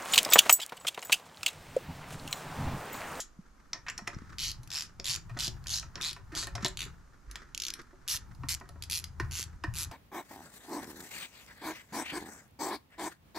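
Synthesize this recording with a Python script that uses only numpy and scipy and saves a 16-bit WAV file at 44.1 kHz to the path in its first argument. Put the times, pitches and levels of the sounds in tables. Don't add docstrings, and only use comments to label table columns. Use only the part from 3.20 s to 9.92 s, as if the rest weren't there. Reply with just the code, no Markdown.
import sys
import numpy as np
from scipy import signal
from scipy.fft import rfft, irfft
from scipy.io import wavfile
from scipy.ndimage import uniform_filter1d

SR = 44100
rng = np.random.default_rng(int(sys.argv[2]) if len(sys.argv) > 2 else 0)


def pcm_store(signal):
    levels = np.round(np.clip(np.atleast_2d(signal), -1, 1) * 32767)
    wavfile.write(sys.argv[1], SR, levels.astype(np.int16).T)


N = 296335

# (time [s], length [s], teeth passed [count], slow start [-1..1], easing at both ends [0..1])
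BACK_SWINGS = [(1.1843, .1317, 23, -.15, .68), (1.5042, .1179, 13, -.1, .58), (1.8439, .1167, 16, .17, .55),
               (2.1898, .0898, 15, -.03, .53), (2.4698, .1276, 17, .03, .82), (2.8124, .0986, 14, -.09, .3),
               (3.1514, .0923, 16, -.15, .43), (3.5725, .0805, 6, .25, .38), (4.3478, .1558, 8, .28, .42),
               (4.8788, .0935, 19, -.11, .35), (5.2867, .0618, 12, -.28, .27), (5.699, .0991, 13, .23, .5),
               (6.1116, .1266, 18, -.14, .4), (6.539, .1081, 17, .05, .3)]
# (first click [dB], middle click [dB], last click [dB], body [dB], treble [dB],
#  peak [Hz], peak [dB], dip [Hz], dip [dB], room feed [dB])
SWING_GRIPS = [(-13.5, -14, -16.5, -8, -6.5, 2600, 3, 6700, -2.5, -7.5),
               (-18.5, -12.5, -12, 3, -3, 5300, 5, 11700, -5, -6.5),
               (-10, -10, -11.5, -0.5, -7.5, 7000, 4.5, 5940, -5, -7.5),
               (-10, -12.5, -13, 2.5, -5, 3350, 3.5, 2340, -5, -8.5),
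               (-12, -11.3, -12, 1, -7.5, 5300, 2.5, 2280, -7.5, -4.5),
               (-11, -12, -18.5, 6, -4.5, 3860, 8.5, 11200, -4, -5.5),
               (-13, -14.5, -18, 5.5, -7, 7650, 5, 2000, -3.5, -5),
               (-15, -12.5, -24, 2, -7.5, 3600, 2, 5370, -10.5, -6.5),
               (-12.5, -8.5, -11, -14, -4, 5950, 7.5, 9100, -9, -12),
               (-10, -10, -11.5, -0.5, 0.5, 5900, 7.5, 6600, -4.5, -13),
               (-8.5, -10.5, -11.5, -7, -0.5, 1800, 5.5, 3300, -5, -14),
               (-10, -10.5, -16, -3.5, 1.5, 9900, 3, 8200, -5.5, -11),
               (-18.5, -16, -14.5, 0, -3, 5100, -3, 3900, -8.5, -10),
               (-22.5, -13, -15, 2, 3.5, 2700, 9, 2870, -9, -12)]
# (frequency [Hz], level [dB])
HEAD_SPECTRUM = [(300, -61), (800, -20), (1400, -15.5), (1900, -12), (2400, -6), (3300, -6), (4200, -3),
                 (5700, -2.5), (7400, -4.5), (8500, -11.5), (9400, -10), (10600, -4.5), (12500, -10.5),
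                 (14500, -20), (16000, -40)]
# (time [s], click energy [dB])
SINGLE_CLICKS = [(1.433, -30), (1.475, -28), (2.441, -32.5), (2.931, -20), (3.271, -18), (4.113, -23),
                 (4.5384, -13.5), (4.617, -33.5), (5.149, -38), (5.4, -32.5), (5.491, -29), (5.624, -15),
                 (5.637, -18), (5.8416, -14), (6.714, -25.5)]
# (time [s], energy [dB], low clack [dB], socket ring [dB], top [dB], chatter decay [s])
SOCKET_CLINKS = [(0.002, -7.5, -9, 4.5, 7.5, 0.014), (0.532, -5, 2, 21.5, -3, 0.0021),
                 (0.665, -15, 15, -6, -6, 0.015), (0.684, -9, 10, 9.5, -5, 0.009),
                 (0.699, -12.5, 18, 19, 12, 0.004), (0.7787, -13, 3.5, 20, 9, 0.0032),
                 (0.872, -21, 14, 10, -3, 0.0057), (0.8750, -7.5, 6.5, 8, 1, 0.0035),
                 (0.946, -24.5, -9, 26, -4, 0.003), (1.799, -15, -4, 12.5, -6, 0.00091),
                 (2.172, -21, -8, -1, -4, 0.012), (2.756, -15.5, 0.5, 8, -9, 0.0028),
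                 (3.3529, -13, -3.5, 11, -0.5, 0.0052), (3.424, -20, 1, 4, -2, 0.0099),
                 (3.4468, -1, -9, 3, -6, 0.0031), (3.4574, -7.5, -9, -22, -11, 0.00095),
                 (3.4623, -5.5, -9.5, -38, -6, 0.0012), (3.469, -14, -21, 4, -8, 0.0021),
                 (3.483, -17, -6, -24, 12, 0.00051), (4.1567, -14.5, 1, -1, -3.5, 0.0025)]
# (frequency [Hz], level [dB])
SOCKET_SPECTRUM = [(300, -26), (900, -9), (1700, -1), (2800, -2), (4000, -3), (4700, -5.5), (6400, -2.5),
                   (7300, -0.5), (8400, -15.5), (11000, -14.5), (15500, -31)]
# (time [s], energy [dB], slope [dB per octave], grinding decay [s])
VISE_KNOCKS = [(0.535, -18, 0, 0.024), (0.787, -16, 3, 0.0052), (0.875, -13, -4, 0.007),
               (1.797, -19.5, -9, 0.0017), (2.096, -22.5, 3, 0.015), (2.167, -13, -3, 0.01),
               (2.275, -17, -18, 0.0041), (2.46, -22.5, 5, 0.0088), (2.628, -20.5, 3.5, 0.0058),
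               (2.756, -22, -4.5, 0.0026), (2.778, -21, 0, 0.0035), (2.964, -21, 3, 0.0091),
               (3.123, -21, 3.5, 0.051), (3.228, -17, 3.5, 0.0019), (3.27, -15, 2, 0.012),
               (3.352, -13.5, -2, 0.0074), (3.38, -16, -1, 0.0036), (3.449, -5.5, -5.5, 0.0017),
               (3.462, -19, -6, 0.0055), (4.158, -26, 11, 0.0044), (4.730, -25, -12.5, 0.0049),
               (4.94, -18.5, 5, 0.0072), (5.235, -16, 0.5, 0.0035), (5.411, -19.5, -5, 0.0061),
               (5.435, -27, -4.5, 0.004), (5.491, -26, -7, 0.0036), (5.558, -27, -6.5, 0.004),
               (5.999, -6, 3, 0.0066), (6.438, -6.5, 2, 0.0057), (6.712, -20.5, 1.5, 0.0067)]
# (frequency [Hz], level [dB], t60 [s])
VISE_MODES = [(264, -13, 0.09), (378.6, -1, 0.16), (568, -3.5, 0.13), (688, 5.5, 0.046), (927, -3.5, 0.15),
              (1027, -29.5, 0.11), (1327, 11.5, 0.025), (1502, 5, 0.03), (1753, 6, 0.016),
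              (1860, 11, 0.027), (2000, -8, 0.0083), (2650, -4.5, 0.0052)]
# (frequency [Hz], level [dB])
CLUNK_SPECTRUM = [(120, -2.5), (300, 7.5), (550, -9), (1100, 13), (1700, -24), (2400, 5), (3300, -12.5),
                  (5200, -10.5), (8000, -23.5), (15000, -36)]
# (time [s], time until it dies away [s], level [dB])
TIGHT_PULLS = [(4.903, 0.047, -42), (5.162, 0.2, -42.5), (5.485, 0.88, -46.5), (5.974, 0.15, -39.5),
               (6.252, 0.31, -58), (6.41, 0.3, -42)]
PULL_ATTACK_S, PULL_T60_S = 0.05, 0.083
# (frequency [Hz], level [dB])
BENCH_MODES = [(79, -1), (104, -12.5)]
# (time [s], level [dB], frequency [Hz], t60 [s])
SOFT_THUMPS = [(0.189, -30.5, 184, 0.044), (0.82, -33.5, 202, 0.044), (0.966, -15, 138, 0.014),
               (1.019, -26, 226, 0.019), (1.129, -41, 97, 0.098), (1.382, -38.5, 119, 0.2),
               (1.892, -34, 125, 0.067), (2.111, -35.5, 121, 0.26), (2.19, -34, 129, 0.072),
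               (2.278, -33.5, 118, 0.14), (3.125, -38.5, 317, 0.11), (3.351, -34, 115, 0.19),
               (3.428, -28, 200, 0.056), (3.447, -29, 137, 0.064), (4.075, -41, 49.5, 0.48),
               (5.188, -39.5, 127.5, 0.33), (5.236, -35.5, 277, 0.067), (5.25, -36.5, 120, 0.11),
               (6.003, -21.5, 347, 0.032), (6.024, -29, 118, 0.14), (6.442, -26.5, 317, 0.05),
               (6.479, -27.5, 112, 0.15)]
# (time [s], level [dB])
HANDLING_LEVEL = [(0.0, -79), (0.58, -58.5), (0.73, -58), (0.99, -53.5), (1.31, -50.5), (1.66, -57),
                  (1.98, -51.5), (2.3, -47), (2.98, -55.5), (3.18, -49.5), (3.37, -49.5), (3.67, -47.5),
                  (3.82, -59.5), (4.42, -63.5), (4.96, -58.5), (5.13, -49.5), (6.27, -70), (6.72, -60)]
# (frequency [Hz], level [dB])
RUMBLE_SPECTRUM = [(15, -9.5), (35, 3.5), (60, 4), (115, 1), (170, -2.5), (250, -24), (360, -21),
                   (480, -42.5), (900, -20), (3000, -48)]
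# (middle time [s], half length [s], level [dB])
GRIP_SLIDES = [(1.03, 0.3, -59.5), (2.55, 0.086, -75), (2.82, 0.077, -54), (3.2, 0.068, -53),
               (3.41, 0.077, -54.5), (3.68, 0.025, -57), (4.18, 0.1, -57.5), (4.54, 0.12, -56),
               (6.17, 0.21, -67)]
SLEEVE_DB, SLEEVE_LAG_S, SLEEVE_HALF_S = -62.5, 0.071, 0.12
# (frequency [Hz], level [dB])
RUB_SPECTRUM = [(200, 1), (350, 4.5), (500, -8), (800, -20.5), (1250, 5), (1800, 1), (2800, -16.5),
                (6000, -14), (10000, -30.5), (16000, -45)]
# (frequency [Hz], t60 [s])
GARAGE_DECAY = [(200, 0.21), (1300, 0.27), (3500, 0.2), (7000, 0.19), (14000, 0.093)]
# (frequency [Hz], level [dB])
AIR_SPECTRUM = [(20, 2.5), (40, 4.5), (62, -2.5), (85, -17), (120, -13), (220, -10.5), (400, -20),
                (700, -23), (1000, -19.5), (1350, -17.5), (1900, -28), (3300, -35), (6500, -31),
                (9000, -40.5), (14000, -44), (16000, -77)]
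# (frequency [Hz], left minus right [dB])
PORT_BALANCE = [(40, -5), (90, 9), (200, -2), (2500, 0), (8000, 1.5), (14000, 3)]

TAPS = 2048
HZ, AGE = np.fft.rfftfreq(TAPS, 1 / SR), np.arange(TAPS) / SR


def amp(db):
    return 10 ** (np.asarray(db) / 20)


def unit(x):
    return x / np.sqrt(np.sum(x ** 2) + 1e-20)


def read(points, hz):
    f, value = np.transpose(points)
    return np.interp(np.log(hz + 1), np.log(f), value)


def add(mix, s, sound):
    part = mix[..., max(round(s * SR), 0):][..., :sound.shape[-1]]
    part += sound[..., :part.shape[-1]]


def ringing(db):
    log_gain = np.log(amp(np.r_[db, db[-2:0:-1]]))
    return unit(np.fft.ifft(np.exp(np.conj(signal.hilbert(log_gain)))).real)


def bump(hz, width_hz=500):
    return 1 / (1 + ((HZ - hz) / width_hz) ** 2)


def chatter(decay_s):
    return unit(rng.standard_normal(TAPS) * np.exp(-AGE / max(decay_s, 1e-4)))


def noise(spectrum, apart, mono_hz=50):
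    hz = np.fft.rfftfreq(N, 1 / SR)
    common, side = rfft(rng.standard_normal((2, N)))
    side = side * apart * hz ** 2 / (hz ** 2 + mono_hz ** 2)
    pair = irfft([common + side, common - side] * amp(read(spectrum, hz)), N)
    return unit(pair) * np.sqrt(2 * N)


def waver(count):
    once = uniform_filter1d(rng.standard_normal(N), count)
    return unit(uniform_filter1d(once, count)) * np.sqrt(N)


def ratchet():
    near, feed = np.zeros((2, N)), np.zeros(N)
    for swing, grip in zip(BACK_SWINGS, SWING_GRIPS):
        add_swing(near, feed, swing, grip)
    add_single_clicks(near, feed)
    return near, feed


def add_swing(near, feed, swing, grip, scatter_db=1.38, jitter_s=.00012, turn_rad=1.12, pan_db=-1.2):
    s, length, teeth, slow_start, easing = swing
    first_db, middle_db, last_db, body_db, treble_db, peak_hz, peak_db, dip_hz, dip_db, room_db = grip
    arc = np.linspace(0, 1, round(teeth) + 1)
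    slip, force = rng.standard_normal((len(arc), 2)).T
    eased = arc + arc * (1 - arc) * (slow_start + easing * (1 - 2 * arc))
    times = length * eased + jitter_s * slip
    rates = 1 / abs(np.gradient(times))
    arch = np.polyfit([0, .5, 1], [first_db, middle_db, last_db], 2)
    levels = np.polyval(arch, arc) + scatter_db * force

    first, last, train = steel_ring(), steel_ring(), np.zeros((2, SR // 3))
    for at, rate, level, done in zip(times, rates, levels, arc):
        steel = np.cos(turn_rad * done) * first + np.sin(turn_rad * done) * last
        add(train, at, amp(level) * pawl(steel, rate, done))

    colour = np.interp(HZ, [1400, 2400], [body_db, 0]) + np.interp(HZ, [6500, 11000], [0, treble_db])
    colour = colour + peak_db * bump(peak_hz) + dip_db * bump(dip_hz)
    sound = signal.fftconvolve(train, ringing(read(HEAD_SPECTRUM, HZ) + colour)[None])
    add(near, s, sound * amp([[pan_db / 2], [-pan_db / 2]]))
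    add(feed, s, sound.mean(0) * amp(room_db))


def add_single_clicks(near, feed, room_db=-8, teeth_per_s=80):
    for s, db in SINGLE_CLICKS:
        click = pawl(steel_ring(), teeth_per_s, .5)
        sound = amp(db) * signal.fftconvolve(click, ringing(read(HEAD_SPECTRUM, HZ))[None])
        add(near, s, sound)
        add(feed, s, sound.mean(0) * amp(room_db))


def pawl(steel, teeth_per_s, done, usual_per_s=130, hurry=0.34, rattle=0.9, rattle_s=0.0017, wide=0.87,
         ring=0.94, note=0.46, note_hz=4900, note_spread=0.238, climb=0.506, note_s=0.0018):
    length, seat = rng.standard_normal(2)
    length_s = rattle_s * (teeth_per_s / usual_per_s) ** hurry * np.exp(length)
    bounce = chatter(length_s) + wide * np.array([chatter(2 * length_s), chatter(2 * length_s)])
    tooth_hz = note_hz * np.exp(note_spread * seat + climb * (done - .5))
    tooth = unit(np.sin(2 * np.pi * tooth_hz * AGE) * np.exp(-AGE / note_s))
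    landing = AGE == 0
    return unit(landing + rattle * bounce + ring * steel + note * tooth) * np.sqrt(2)


def steel_ring(ring_s=0.002, wide=0.56):
    apart = np.array([chatter(ring_s), chatter(ring_s)])
    return unit(chatter(ring_s) + wide * apart) * np.sqrt(2)


def clinks(tick=0.21, ring_hz=5450, ring_width_hz=600):
    out = np.zeros(N)
    for s, db, clack_db, ring_db, top_db, chatter_s in SOCKET_CLINKS:
        tilt = np.interp(HZ, [2530, 3620, 5560, 7230], [clack_db, 0, 0, top_db])
        colour = tilt + ring_db * bump(ring_hz, ring_width_hz)
        contact = unit(tick * (AGE == 0) + chatter(chatter_s))
        socket = ringing(read(SOCKET_SPECTRUM, HZ) + colour)
        add(out, s, amp(db) * signal.fftconvolve(contact, socket))
    return out


def knocks(grind=2.4, spot_db=2, shift=.02, rise_cycles=0.89, clunk=0.78, pivot_hz=1500):
    out, t = np.zeros(N), np.arange(SR // 4) / SR
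    hz, mode_db, t60 = np.transpose(VISE_MODES)[:, :, None]
    for s, db, slope_db, grind_s in VISE_KNOCKS:
        spot, phase, press = rng.standard_normal((3, len(VISE_MODES), 1))
        level = mode_db + spot_db * spot + slope_db * np.log2(hz / pivot_hz) - 60 * t / t60
        swell = 1 - np.exp(-hz * t / rise_cycles)
        tones = np.sin(2 * np.pi * (hz * (1 + shift * press) * t + phase))
        body = unit((amp(level) * swell * tones).sum(0))
        clunk_slope = slope_db * np.log2(np.maximum(HZ, 400) / pivot_hz)
        add(body, 0, clunk * ringing(read(CLUNK_SPECTRUM, HZ) + clunk_slope))
        contact = (AGE == 0) + grind * chatter(grind_s)
        add(out, s, amp(db) * unit(signal.fftconvolve(body, contact)))
    return out


def bench(level_db=-1, drift_hz=0.94, lean_db=-2.0):
    level = load() * amp(level_db + np.array([[lean_db], [-lean_db]]))
    hum = np.zeros(N)
    for hz, mode_db in BENCH_MODES:
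        cycles = np.cumsum(hz + drift_hz * waver(count=3000)) / SR
        hum += amp(mode_db) * np.sin(2 * np.pi * cycles)
    return level * hum


def load():
    t, strain = np.arange(N) / SR, np.zeros(N)
    for s, hold, db in TIGHT_PULLS:
        build = np.clip((t - s) / PULL_ATTACK_S, 0, 1)
        strain += build * amp(db - 60 * np.maximum(t - s - hold, 0) / PULL_T60_S)
    return strain


def thumps(level_db=2, rise_s=0.0044):
    out, t = np.zeros(N), np.arange(SR // 3) / SR
    for s, db, hz, t60 in SOFT_THUMPS:
        fade = amp(db + level_db - 60 * t / max(t60, .01))
        add(out, s, fade * (1 - np.exp(-t / rise_s)) * np.sin(2 * np.pi * hz * t))
    return out


def handling():
    return hand_rumble() * noise(RUMBLE_SPECTRUM, apart=0.44) + hand_rub() * noise(RUB_SPECTRUM, apart=0.44)


def hand_rumble(rumble_db=3, still_db=-65, late_db=-8, strain_db=-6, surge_db=1):
    t = np.arange(N) / SR
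    level_db = np.interp(t, *np.transpose(HANDLING_LEVEL)) + rumble_db
    lowering = np.interp(t, [5.4, 6], [0, late_db])
    shifting = amp(level_db + lowering + surge_db * waver(count=3000))
    return np.hypot(np.maximum(shifting - amp(still_db), 0), amp(strain_db) * load())


def hand_rub(resting_db=-77, grain_db=2, catches_per_s=25, catch=1.96, catch_s=0.0098):
    t = np.arange(N) / SR
    sleeves = [(swing[0] + SLEEVE_LAG_S, SLEEVE_HALF_S, SLEEVE_DB) for swing in BACK_SWINGS]
    power = np.full(N, amp(resting_db) ** 2)
    for s, half, db in list(GRIP_SLIDES) + sleeves:
        power += (amp(db) * np.exp(-((t - s) / half) ** 2)) ** 2
    slips = (rng.random(N) < catches_per_s / SR) * np.minimum(rng.exponential(1, N), 2)
    catches = 1 + catch * signal.lfilter([1], [1, -np.exp(-1 / (catch_s * SR))], slips)
    return np.sqrt(power) * amp(grain_db * waver(count=250)) * catches


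def garage(x, early_s=0.0028, gap_s=0.0017, alike=0.98):
    white = rng.standard_normal((3, SR // 2))
    taps = white[:2] + alike * white[2]
    hz, t, z = signal.stft(taps, SR, nperseg=256)
    decay = amp(-60 * t / read(GARAGE_DECAY, hz)[:, None])
    tail = signal.istft(z * decay, SR, nperseg=256)[1][:, :SR // 2]
    age = np.arange(SR // 2) / SR
    close = (white[2] + .5 * white[:2]) * np.exp(-age / early_s)
    onset = np.clip(age / gap_s - 1, 0, 1)
    response = unit((unit(tail) + unit(close)) * onset) * np.sqrt(2)
    return signal.fftconvolve(x[None], response, axes=1)[:, :N]


def garage_air(level_db=-59):
    return amp(level_db) * noise(AIR_SPECTRUM, apart=0.6)


def scene(hits_room_db=-8):
    near, feed = ratchet()
    hits = clinks() + knocks()
    room = garage(feed + amp(hits_room_db) * hits)
    return near + hits + room + thumps() + bench() + handling() + garage_air()


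def record(dry, lag_samples=0.64, edge_hz=15800):
    hz = np.fft.rfftfreq(N, 1 / SR)
    port = amp(read(PORT_BALANCE, hz) / 2) * np.exp(-1j * np.pi * hz * lag_samples / SR)
    pair = irfft(rfft(dry) * np.array([port, 1 / port]), N)
    low_pass = signal.firwin(255, edge_hz, window=("kaiser", 9), fs=SR)
    return signal.oaconvolve(pair, low_pass[None], "same")


dry = scene()
out = record(dry)
pcm_store(out)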